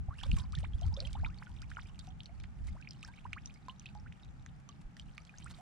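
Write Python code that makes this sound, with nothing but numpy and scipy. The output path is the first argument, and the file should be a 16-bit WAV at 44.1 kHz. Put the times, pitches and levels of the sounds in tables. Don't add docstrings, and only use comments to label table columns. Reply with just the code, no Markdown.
import sys
import numpy as np
from scipy import signal
from scipy.fft import rfft, irfft, next_fast_len
from scipy.io import wavfile
from scipy.ndimage import uniform_filter1d

SR = 44100
rng = np.random.default_rng(int(sys.argv[2]) if len(sys.argv) > 2 else 0)


def put_to_file(sound):
    columns = np.atleast_2d(sound).T
    safe = np.clip(columns, -1, 1)
    whole_steps = np.round(safe * 32767)
    wavfile.write(sys.argv[1], SR, whole_steps.astype(np.int16))


N = 247386
NFFT = next_fast_len(N, True)
TIME_S = np.arange(N) / SR
FREQS_HZ = np.fft.rfftfreq(NFFT, 1 / SR) + 1

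# frequency in Hz, relative level in dB.
LAGOON_SPECTRUM = [(400, -5), (600, -3), (810, 4.5), (1000, -5.5), (1250, -0.5), (1800, -5.5), (2400, -8),
                   (4000, -18.5), (7000, -20), (9500, -27.5), (11000, -32), (14000, -38)]
BUFFET_SPECTRUM = [(15, -13.5), (28, 5), (55, 9.5), (90, 7.5), (130, -3.5), (220, -29.5), (400, -65)]
FLUTTER_SPECTRUM = [(70, -27.5), (130, 3), (190, -1), (250, -10), (330, -18.5), (480, -32), (900, -59.5)]
# time in seconds, level in dB.
BREEZE_LEVELS = [(0, -41.5), (.16, -47.5), (.34, -28), (.48, -42.5), (.57, -36), (.8, -41.5), (.88, -33.5),
                 (.97, -43), (1.24, -38), (1.37, -52), (1.5, -44), (2.25, -53.5), (2.66, -43),
                 (2.85, -59.5), (3.26, -48.5), (3.5, -59), (4.35, -50), (4.75, -60.5), (5.1, -49.5),
                 (5.61, -55.5)]
# time in seconds, level in dB.
FLOW_LEVELS = [(0, -83), (.14, -77.5), (.2, -59), (.41, -58), (.5, -67.5), (.6, -62.5), (.7, -67.5),
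               (1.07, -63.5), (1.45, -66.5), (1.75, -62), (2.2, -77.5), (2.6, -78), (3.1, -66), (3.6, -73),
               (3.88, -70), (4.05, -74.5), (4.8, -79), (5.35, -71.5), (5.55, -64), (5.61, -82)]
# start in
# seconds, initial pitch in Hz, level in dB, time to climb an octave in ms, ring decay in ms.
DRIPS = [(.082, 667, -47, 20.5, 2.8), (.107, 1105, -43, 51, 10.7), (0.1853, 2660, -49.5, 22, 5.7),
         (0.23, 720, -39.5, 12.7, 2.6), (0.2343, 3100, -25.5, 7.5, .9), (.257, 548, -52, 98, 9.8),
         (0.3149, 2540, -35, 7.3, .5), (0.3757, 1090, -46, 200, 10), (0.397, 3200, -39, 11, 1),
         (0.44, 1020, -49, 69, 3.5), (0.5316, 1173, -47.5, 24, 7), (0.5508, 3150, -33.5, 6, 3.4),
         (.574, 1800, -50, 29, 9.4), (.626, 474, -45, 17.3, 21), (0.6427, 2093, -41.5, 10.5, 8.3),
         (0.7345, 3250, -46.5, 46, 2.8), (.817, 672, -45, 66, 11.2), (0.832, 3190, -46.5, 100, 2.7),
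         (.9195, 845, -54, 75, 28), (.941, 5010, -35, 11.3, 1.7), (.967, 3540, -39, 86, 1.9),
         (.9714, 544, -44, 105, 18), (1.0028, 3790, -26.5, 3.04, .7), (1.02, 520, -49, 130, 19),
         (1.052, 3180, -37.5, 300, 2.4), (1.0707, 2600, -37, 19, 1.3), (1.1498, 795, -38.5, 27, 4.6),
         (1.167, 980, -56, 43, 34), (1.2295, 605, -43.5, 14.2, 3.4), (1.2415, 876, -49, 83, 30),
         (1.2467, 2296, -31, 13.4, 1.1), (1.2603, 3540, -40, 22, 1.8), (1.2625, 1340, -33, 140, 1.8),
         (1.3858, 4420, -48, 41, 1.5), (1.418, 680, -43.5, 7, 42), (1.4694, 1455, -45.5, 230, 3.2),
         (1.6187, 1245, -51, 18.4, 13), (1.7128, 1196, -44, 7.8, 2), (1.7694, 1400, -36, 73, 2.1),
         (1.779, 800, -44.5, 13, 39), (1.897, 1070, -59, 180, 11), (1.9932, 4360, -48, 16, 1.9),
         (2.076, 741, -49.5, 250, 12), (2.2037, 2590, -39, 3.5, 2.2), (2.2573, 3930, -41.5, 4.8, .5),
         (2.291, 671, -57, 104, 17), (2.401, 2360, -45, 160, 0.95), (2.4407, 2100, -38, 75, 0.35),
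         (2.6847, 2094, -46.5, 110, 2.6), (2.747, 564, -54, 23.3, 17), (2.8, 1496, -55.5, 45, 9),
         (2.8247, 2520, -47, 23, 2.2), (2.8468, 2180, -49, 12, 3.1), (2.873, 2330, -40.5, 13.4, 1.15),
         (2.8882, 4700, -46, 3.6, 0.59), (2.9079, 4800, -36.5, 3.5, 0.21), (3.0288, 2500, -42, 13, 1.9),
         (3.034, 1160, -55, 26, 48), (3.0474, 4800, -43, 5.2, 1.6), (3.082, 1580, -52, 200, 11),
         (3.0852, 906, -53, 69, 9.7), (3.137, 2187, -50, 24, 2.7), (3.178, 2200, -54.5, 25, 15),
         (3.2508, 890, -38, 18.3, 2.9), (3.329, 1170, -45.5, 8.5, 2), (3.33, 2040, -29.5, 6.5, 1.8),
         (3.362, 1080, -44.5, 21, 19), (3.458, 5740, -37.5, 9, 1.2), (3.5066, 2680, -51.5, 4, 0.38),
         (3.559, 2180, -51, 70, 3.4), (3.6834, 1029, -37.5, 220, 6.8), (3.696, 2900, -40, 26.4, 3.6),
         (3.7963, 5720, -40.5, 3.1, .5), (3.8577, 2570, -41.5, 30, 5.6), (3.863, 2880, -39, 3, .3),
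         (3.8882, 2520, -51, 22, 3), (3.952, 838, -48, 340, 13), (4.06, 1365, -54, 20.6, 18),
         (4.1222, 1420, -39, 2.38, .4), (4.233, 3810, -45.5, 56, 0.95), (4.4616, 5950, -45.5, 3.4, .4),
         (4.4627, 1790, -42.5, 44, 0.32), (4.691, 1150, -48.5, 130, 4.4), (4.6897, 6250, -43.5, 4.9, 0.3),
         (4.6935, 3100, -46, 180, 1.1), (4.967, 1820, -48, 19, 0.72), (4.9966, 3100, -39.5, 300, 1.14),
         (5.18, 1200, -59, 106, 16), (5.1803, 2300, -40, 280, 0.92), (5.294, 2440, -46.5, 300, 2.4),
         (5.34, 1610, -53.5, 45, 4.6), (5.3843, 6170, -42, 8, 0.88), (5.4434, 7740, -43, 10, 1.9),
         (5.46, 1294, -50.5, 22.7, 14), (5.509, 3700, -45.5, 4.5, 0.64), (5.584, 690, -52, 65, 26)]
# start in seconds, pitch in Hz, level in dB, length in ms.
CAMERA_BUMPS = [(0.082, 64, -25, 17.2), (0.316, 64, -29, 41), (0.33, 156.5, -27, 14.7),
                (0.554, 69, -32, 80), (0.57, 133, -29, 26), (0.737, 46.5, -27, 30), (0.85, 86, -27, 19),
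                (2.642, 66, -40, 108), (4.831, 30.5, -39, 60)]
# start in seconds, level in dB, length in ms.
MESH_RUSTLES = [(.2, -68, 130), (0.351, -60, 81), (2.001, -70.5, 100), (2.653, -62.5, 58),
                (4.805, -65.5, 23), (5.486, -56, 47), (5.54, -65, 86)]
# start in seconds, relative level in dB.
SLAP_DROPS = [(0.232, -43), (0.3146, -37.5), (.346, -61), (.387, -36.5), (.523, -44.5), (0.551, -41),
              (0.587, -40.5), (0.8127, -43.5), (0.865, -44.5), (.972, -44.5), (1.003, -41), (1.073, -41.5),
              (1.131, -37), (1.619, -40), (1.703, -46), (1.992, -37.5), (2.071, -47.5), (2.2337, -45),
              (2.259, -48), (2.4006, -47), (2.4367, -47.5), (2.671, -45.5), (2.814, -48), (2.91, -44),
              (2.933, -48), (3.029, -41), (3.3315, -40.5), (3.459, -39), (3.541, -46), (3.6846, -43.5),
              (3.7965, -49), (3.8585, -46.5), (3.95, -50.5), (4.126, -52), (4.248, -52.5), (4.425, -56),
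              (4.462, -48.5), (4.69, -45.5), (4.968, -44), (4.9978, -44.5), (5.179, -44), (5.251, -47),
              (5.384, -48.5), (5.445, -55)]
# frequency in Hz, relative level in dB.
MESH_SPECTRUM = [(400, -11.5), (1000, -1.5), (3200, -7), (6000, -10.5), (9000, -6), (11000, -32),
                 (15000, -20)]
SLAP_SPECTRUM = [(500, -31), (1200, -34), (3200, 0.5), (6000, -2), (9000, -8.5), (11000, -27), (15000, -29)]
# frequency in Hz, left minus right in dB, left phase lead in radians.
PORT_MISMATCH = [(700, -1.5, -0.25), (1200, -2.5, 0.4), (2400, -4.5, -0.36), (3940, -3, -0.66),
                 (4870, -1.5, 0.048), (6000, 2.5, -1.26), (8400, -2.5, -2.23), (12000, -3, -0.73)]


def undb(db):
    return 10 ** (np.asarray(db) / 20)


def curve(table):
    return np.interp(TIME_S, *np.transpose(table))


def colour(x, spectrum):
    hz, db = np.transpose(spectrum)
    rolloff = 1 / (1 + (FREQS_HZ / hz[-1]) ** 8) / (1 + (hz[0] / FREQS_HZ / 2) ** 4)
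    gain = rolloff * undb(np.interp(np.log(FREQS_HZ), np.log(hz), db))
    gain /= np.sqrt(np.mean(gain ** 2))
    return irfft(rfft(x, NFFT) * gain, NFFT)[:, :N]


def pan(db):
    gains = undb(np.array([[db], [-db]]) / 2)
    return gains / np.sqrt(np.mean(gains ** 2))


def noise(n, correlation):
    mid, side = rng.standard_normal((2, n))
    spread = np.sqrt(1 - correlation) * side * np.array([[1], [-1]])
    return (np.sqrt(1 + correlation) * mid + spread) / np.sqrt(2)


def grit(n, scatter_db):
    specks = noise(n, correlation=0.97) * undb(scatter_db * np.minimum(rng.exponential(size=n), 5))
    return specks / specks.std()


def walk(rate_hz):
    hold = int(SR / rate_hz)
    steps = np.repeat(rng.standard_normal(N // hold + 1), hold)
    smooth = uniform_filter1d(uniform_filter1d(steps, hold), hold)[:N]
    return smooth / smooth.std()


def add(out, start_s, sound):
    i = int(np.clip(start_s * SR, 0, N - 1))
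    out[:, i:i + sound.shape[1]] += sound[:, :N - i]


def lagoon(level_db=-68):
    return colour(noise(N, correlation=0.028), LAGOON_SPECTRUM) * undb(level_db)


def wind(buffet_eddy_db=3, flutter_eddy_db=1.5, flutter_rest_db=-56.5, flutter_gust_db=-16):
    breeze = undb(curve(BREEZE_LEVELS))
    eddies = walk(rate_hz=16)
    buffet = colour(noise(N, correlation=0), BUFFET_SPECTRUM) * pan(-1.5)
    flutter = colour(noise(N, correlation=0.5), FLUTTER_SPECTRUM)
    flutter *= np.hypot(undb(flutter_rest_db), breeze * undb(flutter_gust_db))
    return buffet * breeze * undb(buffet_eddy_db * eddies) + flutter * undb(flutter_eddy_db * eddies)


def water_ring(hz, rise_ms, decay_ms, skew_rad):
    pinch_ms, swell_cycles, shallow_cycles = 0.097, 5.28, 46
    surface_climb_hz, tail_share = 1740, 0.3
    period_ms = 1000 / hz
    depth = rise_ms / period_ms / shallow_cycles
    swell_ms = pinch_ms + swell_cycles * period_ms / (1 + depth ** 2)
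    length_ms = min(swell_ms + 10 * decay_ms, 2.5 * rise_ms)
    ms = np.arange(int(length_ms * SR / 1000) + 8) * 1000 / SR
    climb_hz = hz * (ms / rise_ms) ** 2
    swell = np.sin(np.pi / 2 * np.minimum(ms / swell_ms, 1)) ** 2
    age = np.maximum(ms - swell_ms, 0) / decay_ms
    fade = (1 - tail_share) * np.exp(-age) + tail_share * np.exp(-age / 3)
    surfacing = np.exp(-(climb_hz / surface_climb_hz) ** 3)
    phase = 2 * np.pi * np.cumsum(hz + climb_hz) / SR
    port_rad = skew_rad * np.array([[.5], [-.5]])
    return swell * fade * surfacing * np.sin(phase + port_rad)


def droplets(flow_db, count, low_hz, high_hz, decay_cycles):
    out = np.zeros((2, N))
    for (when, pitch), (size, ring, side) in zip(rng.random((count, 2)), rng.standard_normal((count, 3))):
        i = int(when * N)
        hz = low_hz * (high_hz / low_hz) ** pitch
        decay_ms = 1000 / hz * decay_cycles * np.exp(.7 * ring)
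        db = flow_db[i] - 3 * pitch + 5.5 * min(size, 1.8) - 2 * ring
        add(out, i / SR, undb(db) * pan(4 * side) * water_ring(hz, 20 * decay_ms, decay_ms, side))
    return out


def runoff(spurt_db=2.5, gurgle_db=-1, trickle_db=5.5, spray_db=-10.5, burst_db=6):
    flow_db = curve(FLOW_LEVELS) + spurt_db * walk(rate_hz=11)
    gurgle = droplets(flow_db + gurgle_db, count=380, low_hz=800, high_hz=2200, decay_cycles=4)
    trickle = droplets(flow_db + trickle_db, count=650, low_hz=2200, high_hz=5500, decay_cycles=2.5)
    fizz = droplets(flow_db, count=700, low_hz=4800, high_hz=9800, decay_cycles=3)
    spray = colour(grit(N, scatter_db=6.5), MESH_SPECTRUM)
    spray *= undb(flow_db + spray_db + burst_db * walk(rate_hz=180))
    return gurgle + trickle + fizz + spray


def drips(stray_db=1.3, skew_rad=0.73, waver_db=2.2, rough_db=1.5):
    out = np.zeros((2, N))
    waver = undb(waver_db * walk(rate_hz=250) + rough_db * walk(rate_hz=1600))
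    for start_s, hz, db, rise_ms, decay_ms in DRIPS:
        side = rng.standard_normal()
        ring = water_ring(hz, rise_ms, decay_ms, skew_rad * side)
        add(out, start_s, undb(db) * pan(stray_db * side) * ring)
    return out * waver


def bumps():
    out = np.zeros((2, N))
    for start_s, hz, db, length_ms in CAMERA_BUMPS:
        n = int(length_ms * SR / 1000)
        port_rad = rng.normal(0, 0.69, (2, 1))
        tone = np.sin(2 * np.pi * hz * np.arange(n) / SR + port_rad)
        add(out, start_s, undb(db) * np.hanning(n) * tone)
    return out * pan(-1.8)


def rustles():
    out = np.zeros((2, N))
    for start_s, db, length_ms in MESH_RUSTLES:
        n = int(length_ms * SR / 1000)
        add(out, start_s, undb(db) * np.hanning(n) * grit(n, scatter_db=5))
    return colour(out, MESH_SPECTRUM)


def slaps(crack_ms=0.93, spatter_db=-17, spatter_ms=5, gain_db=-4):
    out = np.zeros((2, N))
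    ms = np.arange(SR // 20) * 1000 / SR
    for start_s, db in SLAP_DROPS:
        crack = np.exp(-ms / crack_ms) * noise(len(ms), correlation=0.57)
        spatter = undb(spatter_db) * np.exp(-ms / spatter_ms) * grit(len(ms), scatter_db=3.5)
        add(out, start_s, undb(db + gain_db) * (crack + spatter))
    return colour(out, SLAP_SPECTRUM)


def splashback(gain_db=-14, median_delay_ms=16, median_hz=3600):
    out = np.zeros((2, N))
    for slap_s, db in SLAP_DROPS:
        for late, pitch, size, side in rng.standard_normal((3, 4)):
            ping = water_ring(median_hz * np.exp(.35 * pitch), rise_ms=22, decay_ms=1.4, skew_rad=side)
            delay_s = median_delay_ms * np.exp(.6 * late) / 1000
            add(out, slap_s + delay_s, undb(db + gain_db + 3 * size) * ping)
    return out


def near_scatter(x, decay_ms=10, tail_db=-14):
    ms = np.arange(SR // 10) * 1000 / SR
    response = noise(len(ms), correlation=1) * np.exp(-ms / decay_ms) * np.minimum(ms, 1)
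    response /= np.sqrt(np.sum(response ** 2, axis=1, keepdims=True))
    return x + undb(tail_db) * signal.fftconvolve(x, response, axes=1)[:, :N]


def port_shading(x):
    hz, db, radians = np.transpose(PORT_MISMATCH)
    lean_db = np.interp(np.log(FREQS_HZ), np.log(hz), db)
    lead_rad = np.interp(np.log(FREQS_HZ), np.log(hz), radians)
    gains = undb(np.array([lean_db, -lean_db]) / 2)
    gains /= np.sqrt(np.mean(gains ** 2, axis=0))
    turn = np.exp(1j * np.array([lead_rad, -lead_rad]) / 2)
    return irfft(rfft(x, NFFT) * turn * gains, NFFT)[:, :N]


def scene():
    water = drips() + slaps() + splashback() + rustles() + runoff()
    return port_shading(near_scatter(water)) + wind() + bumps() + lagoon()


def record(dry):
    cutoff_hz = 14800
    return signal.sosfilt(signal.ellip(8, .2, 70, cutoff_hz, fs=SR, output="sos"), dry)


dry = scene()
out = record(dry)
put_to_file(out)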